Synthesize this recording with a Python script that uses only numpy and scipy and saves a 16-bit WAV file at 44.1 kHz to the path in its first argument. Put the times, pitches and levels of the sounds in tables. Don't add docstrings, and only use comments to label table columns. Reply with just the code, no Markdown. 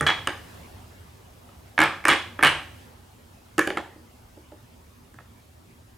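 import sys
import numpy as np
from scipy import signal
from scipy.io import wavfile
from scipy.ndimage import uniform_filter1d, map_coordinates

SR = 44100
rng = np.random.default_rng(int(sys.argv[2]) if len(sys.argv) > 2 else 0)


def invert_db(level):
    return 10 ** (np.asarray(level, dtype=float) / 20)


def store_pcm(level_fs):
    pcm = np.round(np.clip(level_fs, -1, 1) * 32767).astype(np.int16)
    wavfile.write(sys.argv[1], SR, np.atleast_2d(pcm).T)


N = 263277


def unit(x):
    return x / np.sqrt(np.mean(x ** 2) + 1e-20)


def along(points, hz):
    point_hz, value = np.transpose(points)
    return np.interp(np.log(hz + 1), np.log(point_hz + 1), value)


def wobble(rate_hz):
    knots = rng.standard_normal(int(N * rate_hz / SR) + 4)
    return map_coordinates(knots, [np.arange(N) * rate_hz / SR])


def stereo(z, hz, alike, lean):
    turn = np.arccos(np.clip(along(alike, hz), -1, 1))[:, None] / 2
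    mid, side = z[0] * np.cos(turn), z[1] * np.sin(turn)
    lean_db = np.multiply.outer([.5, -.5], along(lean, hz))
    return np.array([mid + side, mid - side]) * invert_db(lean_db)[:, :, None]


# f/Hz, left-right likeness
FLOOR_ALIKE = [(60, 1), (150, 0.96), (380, 0.24), (950, -0.1), (2380, 0.11), (5980, 0.52), (15000, 1)]
# f/Hz, left minus right/dB
FLOOR_SIDE = [(60, -1.0), (240, -1.5), (950, 0), (3770, -0.5), (15000, 0.5)]


def rush(spectrum, patchy_db):
    hz, _, z = signal.stft(rng.standard_normal((2, N + 4096)), SR, nperseg=4096)
    patches = unit(uniform_filter1d(rng.standard_normal(z.shape[1:]), size=24, axis=0))
    gain_db = along(spectrum, hz)[:, None] + patchy_db * patches
    z = stereo(z, hz, FLOOR_ALIKE, FLOOR_SIDE) * invert_db(gain_db)
    return unit(signal.istft(z, SR, nperseg=4096)[1][:, :N])


# t/s, level over calm/dB
BACKGROUND = [
    (0, 8.5),
    (.6, 10),
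    (.85, 5.5),
    (1.3, 3),
    (1.75, 3.5),
    (2.7, 6.5),
    (2.82, 7),
    (2.95, 2),
    (4.1, 1.5),
    (5.97, -0.94),
]
# f/Hz, level per Hz/dB
RUMBLE = [(21, -51.5), (35, -6.5), (48, -15.5), (81, -1.5), (129, -10), (144, -21), (177, -11),
          (208, -21.5), (235, -9), (269, -17), (301, -21), (400, -18.5), (520, -49), (880, -120)]
# f/Hz, level per Hz/dB
STREET = [(200, -39), (280, -10.5), (450, -7), (950, -6.5), (1500, -12.5), (3000, -17.5), (5000, -25.5),
          (9000, -66)]
# f/Hz, level per Hz/dB
HISS = [(1470, -37), (2500, -9), (2660, -7), (4240, -4.5), (4760, -5), (5150, -3.5), (15200, -7.5),
        (16000, -6.5)]


def house():
    t = np.arange(N) / SR
    swell_db = np.interp(t, *np.transpose(BACKGROUND))
    fade_db_per_s = 0.07
    rumble_db = -53 + 0.66 * swell_db - fade_db_per_s * (t - t.mean()) + 0.65 * wobble(8.2)
    street_db = -59 + swell_db + 0.25 * wobble(9.1)
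    hiss_db = -62.5 + 0.7 * swell_db
    rumble = invert_db(rumble_db) * rush(RUMBLE, patchy_db=1.15)
    street = invert_db(street_db) * rush(STREET, patchy_db=2.5)
    hiss = invert_db(hiss_db) * rush(HISS, patchy_db=1.4)
    return rumble + street + hiss


# f/Hz, t60/s
ROOM_T60 = [(150, 0.48), (500, 0.46), (1500, 0.41), (4000, 0.45), (9000, 0.41), (15000, 0.22)]
# f/Hz, level/dB
ROOM_TONE = [(150, -1), (600, 2.5), (2000, 2.5), (5000, 2.5), (10000, -2.5), (15000, -5.5)]
# f/Hz, left-right likeness
ROOM_ALIKE = [(60, 0.85), (180, 0.94), (550, 0.8), (1650, 0.94), (4970, 0.45), (15000, 1)]
# f/Hz, left minus right/dB
ROOM_SIDE = [(60, -1), (240, -1), (950, -1), (3770, 0), (15000, 0.5)]
# t/s, level/dB
WALLS = [(.007, -14.5), (0.012, -8.5), (0.018, -12.5), (0.021, -9), (0.03, -16.5)]


def room():
    hz, t = np.fft.rfftfreq(256, 1 / SR), np.arange(180) * 128 / SR
    z = rng.standard_normal((2, len(hz), len(t), 2)) @ [1, 1j]
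    fall_db = along(ROOM_TONE, hz)[:, None] - 60 * t / along(ROOM_T60, hz)[:, None]
    z = stereo(z, hz, ROOM_ALIKE, ROOM_SIDE) * invert_db(fall_db)
    tail = signal.istft(z, SR, nperseg=256)[1]
    lag_s = np.arange(tail.shape[1]) / SR
    tail *= np.clip((lag_s - .005) / 0.01126, 0, 1) * invert_db(-5.0) / np.linalg.norm(tail[0])
    for s, db in WALLS:
        gain = invert_db(db + rng.normal([-1, 1], 1.56))
        echo = np.outer(gain, np.hanning(7) / 3) * rng.choice([-1, 1])
        tail[:, round(s * SR):][:, :7] += echo
    return tail


def add(out, s, sound, sent, tails):
    near_from_s, near_room_db = 3.2, -2
    tail = tails[rng.integers(len(tails))]
    start, answer = round(s * SR), signal.fftconvolve(sent[None], tail, axes=1)
    out[:, start:start + len(sound)] += sound * invert_db([[-1.1], [1.1]])
    out[:, start:start + answer.shape[1]] += answer * invert_db(near_room_db * (s > near_from_s))


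def gripped(t):
    grip_s = .0052
    return (1 - np.exp(-t / 0.00021)) / (1 + (t / grip_s) ** 4)


# t/s, level/dB
LOOSE = [
    (0, -43.5),
    (.0688, -18),
    (.069, -26),
    (.085, -28.5),
    (1.8354, -30),
    (2.098, -24.5),
    (2.19, -33.5),
    (2.39, -45.5),
    (3.772, -45),
]
# t/s, level/dB
FRAME = [
    (.0096, -23),
    (1.7881, -33),
    (2.0851, -32),
    (2.441, -28),
]
# t/s, level/dB
GRAIN = [
    (0.2729, -49.5),
    (2.087, -35.5),
    (2.4409, -43),
]


def lingering(out, tails):
    t = np.arange(SR // 2) / SR
    loose_hz, beat_hz = 3373, 42
    notes = [(s, db, loose_hz - beat_hz * (k % 2), 0.21) for k, (s, db) in enumerate(LOOSE)]
    notes += [(s, db, 145.5, 0.3) for s, db in FRAME]
    notes += [(s, db, 8640, 0.29) for s, db in GRAIN]
    notes += [(s, db - 2.5, 85.7, 0.2) for s, db in FRAME]
    for s, db, hz, t60_s in notes:
        rocking_rad = .009 * max(1, (hz / loose_hz) ** 1.5)
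        drift = rocking_rad * np.cumsum(rng.standard_normal(len(t)))
        tone = np.sin(2 * np.pi * hz * t + drift)
        note = invert_db(db - 60 * t / t60_s) * tone * (1 - np.exp(-t * hz / 1.34))
        add(out, s, note, invert_db(-5.5) * note, tails)


# t/s, level/dB, f/Hz
PINGS = [(.0096, -22, 8970), (.2722, -32, 6950), (.2724, -25, 8650), (.2726, -27, 5010), (.2727, -19, 2950),
         (.2728, -23, 2140), (1.7898, -31, 9000), (1.8038, -28, 7190), (1.8168, -27, 7140),
         (1.8352, -29, 9150), (2.0826, -16, 8760), (2.1032, -27, 8650), (2.4269, -24.5, 8990),
         (2.4332, -18, 11140), (2.4347, -16.5, 2990), (2.4352, -23, 8870), (3.5807, -30.5, 2810),
         (3.5925, -26, 4370), (3.5934, -13.5, 2260), (3.7712, -18, 2120)]


def pings(out, tails):
    t = np.arange(1000) / SR
    for s, db, hz in PINGS:
        note = invert_db(db - 60 * t / 0.02) * np.sin(2 * np.pi * hz * t) * gripped(t)
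        add(out, s, note, invert_db(-10.5) * note, tails)


def ring(modes, t, scatter_db, scale=1):
    hz, db, t60_s = np.transpose(modes)[:, :, None]
    chance = rng.standard_normal((2, len(modes), 1))
    hz = hz * scale * (1 + 0.038 * chance[0])
    level_db = db + scatter_db * chance[1] - 60 * t / t60_s
    sound = np.sum(invert_db(level_db) * np.sin(2 * np.pi * hz * t), axis=0)
    return sound / np.std(sound[:SR // 200])


def burst(t, low_hz, high_hz, t60_s):
    band = signal.butter(2, [low_hz, high_hz], "band", fs=SR, output="sos")
    sound = signal.sosfilt(band, rng.standard_normal(len(t)) * invert_db(-60 * t / t60_s))
    return sound / np.std(sound[:SR // 200])


LONG_HZ, SHORT_HZ, BRIGHT_HZ = 1680, 1315, 2085
# start t/s, end t/s, first contact level/dB, loss/dB per s, crack level/dB
CHATTER = [
    (0.0699, 0.082, -19, 400, -11),
    (1.8229, 1.834, -16.5, -300, -16),
    (1.843, 1.858, -24.5, 101.5, -18),
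    (2.0827, 2.09, -15.5, 52, 0),
    (2.0861, 2.137, -15, 102, -12),
    (2.4272, 2.443, -13, 201, -8.5),
    (2.456, 2.483, -14, 115, -11.5),
]


def chatter():
    gap_s, jitter, swing_db, scatter_db = .0068, .12, 2, 3
    rows = []
    for start, end, db, loss_db_per_s, crack_db in CHATTER:
        chance = rng.standard_normal((12, 5))
        for k, c in enumerate(chance):
            s = gap_s * (k + jitter * c[0] * (k > 0))
            if s <= end - start:
                pitch_hz = BRIGHT_HZ if k % 3 == 2 else LONG_HZ
                level_db = db - loss_db_per_s * s - swing_db * (k % 2)
                table_db, upper_db, snap_db = np.array([-9, -5, crack_db]) + scatter_db * c[1:4]
                rows.append((pitch_hz, start + s, level_db, table_db, upper_db, snap_db))
    return rows


# f/pitch, level/dB, t60/s
BLOCK = [(.55, -6.5, 0.042), (.74, -1.5, 0.019), (1, 1, 0.14), (1.33, 0, 0.031)]
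# f/Hz, level/dB, t60/s
UPPER = [(2464, 9, 0.0079), (2960, 2.5, 0.08), (3370, -11.5, 0.021)]
# f/Hz, level/dB, t60/s
TABLETOP = [(252, -16, 0.021), (322.5, -2.5, 0.078), (364, -4.5, 0.072), (456.7, -4.5, 0.061),
            (572, -0.5, 0.036), (583, -10, 0.047), (828, -7, 0.046)]
# t/s, block level/dB, then relative to it tabletop, upper modes, crack level/dB
ARCH = [(0.0657, -18, -9.5, 3, -13), (.086, -24.5, -0.5, 6, -17.5), (0.091, -18.5, -31, -21, -24),
        (.102, -20.5, -30, -1, -16), (0.2726, -16.5, -9, -8, -9.5), (1.7787, -16.5, -28.5, -8.5, -25),
        (1.7896, -12, -5, -16, -13.5), (1.8033, -14.5, -4.5, -12, -8), (1.8157, -13, -14, -6.5, -10),
        (1.837, -17.5, -11.5, -16.5, -6.5), (2.0405, -33, -10.5, -23.5, -17),
        (2.053, -13.5, -8, -23.5, -5.5), (2.0724, -21.5, -10.5, -11.5, -15.5),
        (2.434, -12, -21, -11, -11.5), (2.4478, -13.5, -11.5, 1.5, -1.5), (3.5923, -14, -32, -34, -3.5),
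        (3.611, -34.5, 2, -27.5, -18), (3.6736, -23, 7, -5.5, -3.5), (3.7029, -25.5, 5.5, -6.5, -13)]
POST = [(.0092, -18, 0.5, -21, -9), (.041, -34.5, 6, -20, -20), (.284, -28.5, -5, -25, -24),
        (1.49, -53.5, 7, -4, -14), (2.391, -25.5, -2, -35, -18), (2.4093, -32.5, 2.5, -7, -27),
        (3.581, -20.5, 5, -7.5, -0.5), (3.587, -24, 10.5, -19, -9.5), (3.7723, -20.5, -1, -11.5, -14),
        (3.782, -27.5, -32, -20, -9), (3.96, -61, 21.5, -16, -14), (4.372, -64.5, 27, -7, -9),
        (4.519, -57.5, 22.5, -2, -9), (5.142, -51.5, 3, -13, -1), (5.187, -41, -12, -26, -30),
        (5.203, -54, 7, -15.5, -10.5)]


def knocks(out, tails):
    t = np.arange(SR // 9) / SR
    grip = gripped(t)
    snap = invert_db(4.5) * grip * np.exp(-t / .002)
    contacts = [(LONG_HZ, *row) for row in ARCH] + [(SHORT_HZ, *row) for row in POST] + chatter()
    for pitch_hz, s, db, table_db, upper_db, crack_db in contacts:
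        wood = ring(BLOCK, t, 2.24, scale=pitch_hz)
        wood += invert_db(-3.5) * burst(t, 950, 1800, t60_s=0.086)
        upper = ring(UPPER, t, 1.5) + invert_db(-5) * burst(t, 2300, 4000, t60_s=.025)
        wood += invert_db(upper_db - 3) * upper
        crack = invert_db(crack_db - 9) * burst(t, 5000, 11000, t60_s=0.0083)
        thump = invert_db(table_db) * ring(TABLETOP, t, 2.4) * (1 - np.exp(-t / 0.0023))
        direct = invert_db(db) * ((wood + crack) * grip + thump)
        sent = invert_db(db - 0.5) * ((wood + crack) * snap + invert_db(-2) * thump)
        add(out, s, direct, sent, tails)


def blocks():
    out = np.zeros((2, N + 2 * SR))
    tails = [room() for _ in range(24)]
    lingering(out, tails)
    pings(out, tails)
    knocks(out, tails)
    return out[:, :N]


def scene():
    return house() + blocks()


def band_limit(x):
    return signal.sosfilt(signal.butter(12, 16480, fs=SR, output="sos"), x)


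def record(dry):
    top, knee = .66, 5.5
    squeezed = dry / (1 + np.abs(dry / top) ** knee) ** (1 / knee)
    band = signal.butter(3, [34, 15000], "band", fs=SR, output="sos")
    mix = signal.sosfilt(band, squeezed)
    return band_limit(mix)


dry = scene()
out = record(dry)
store_pcm(out)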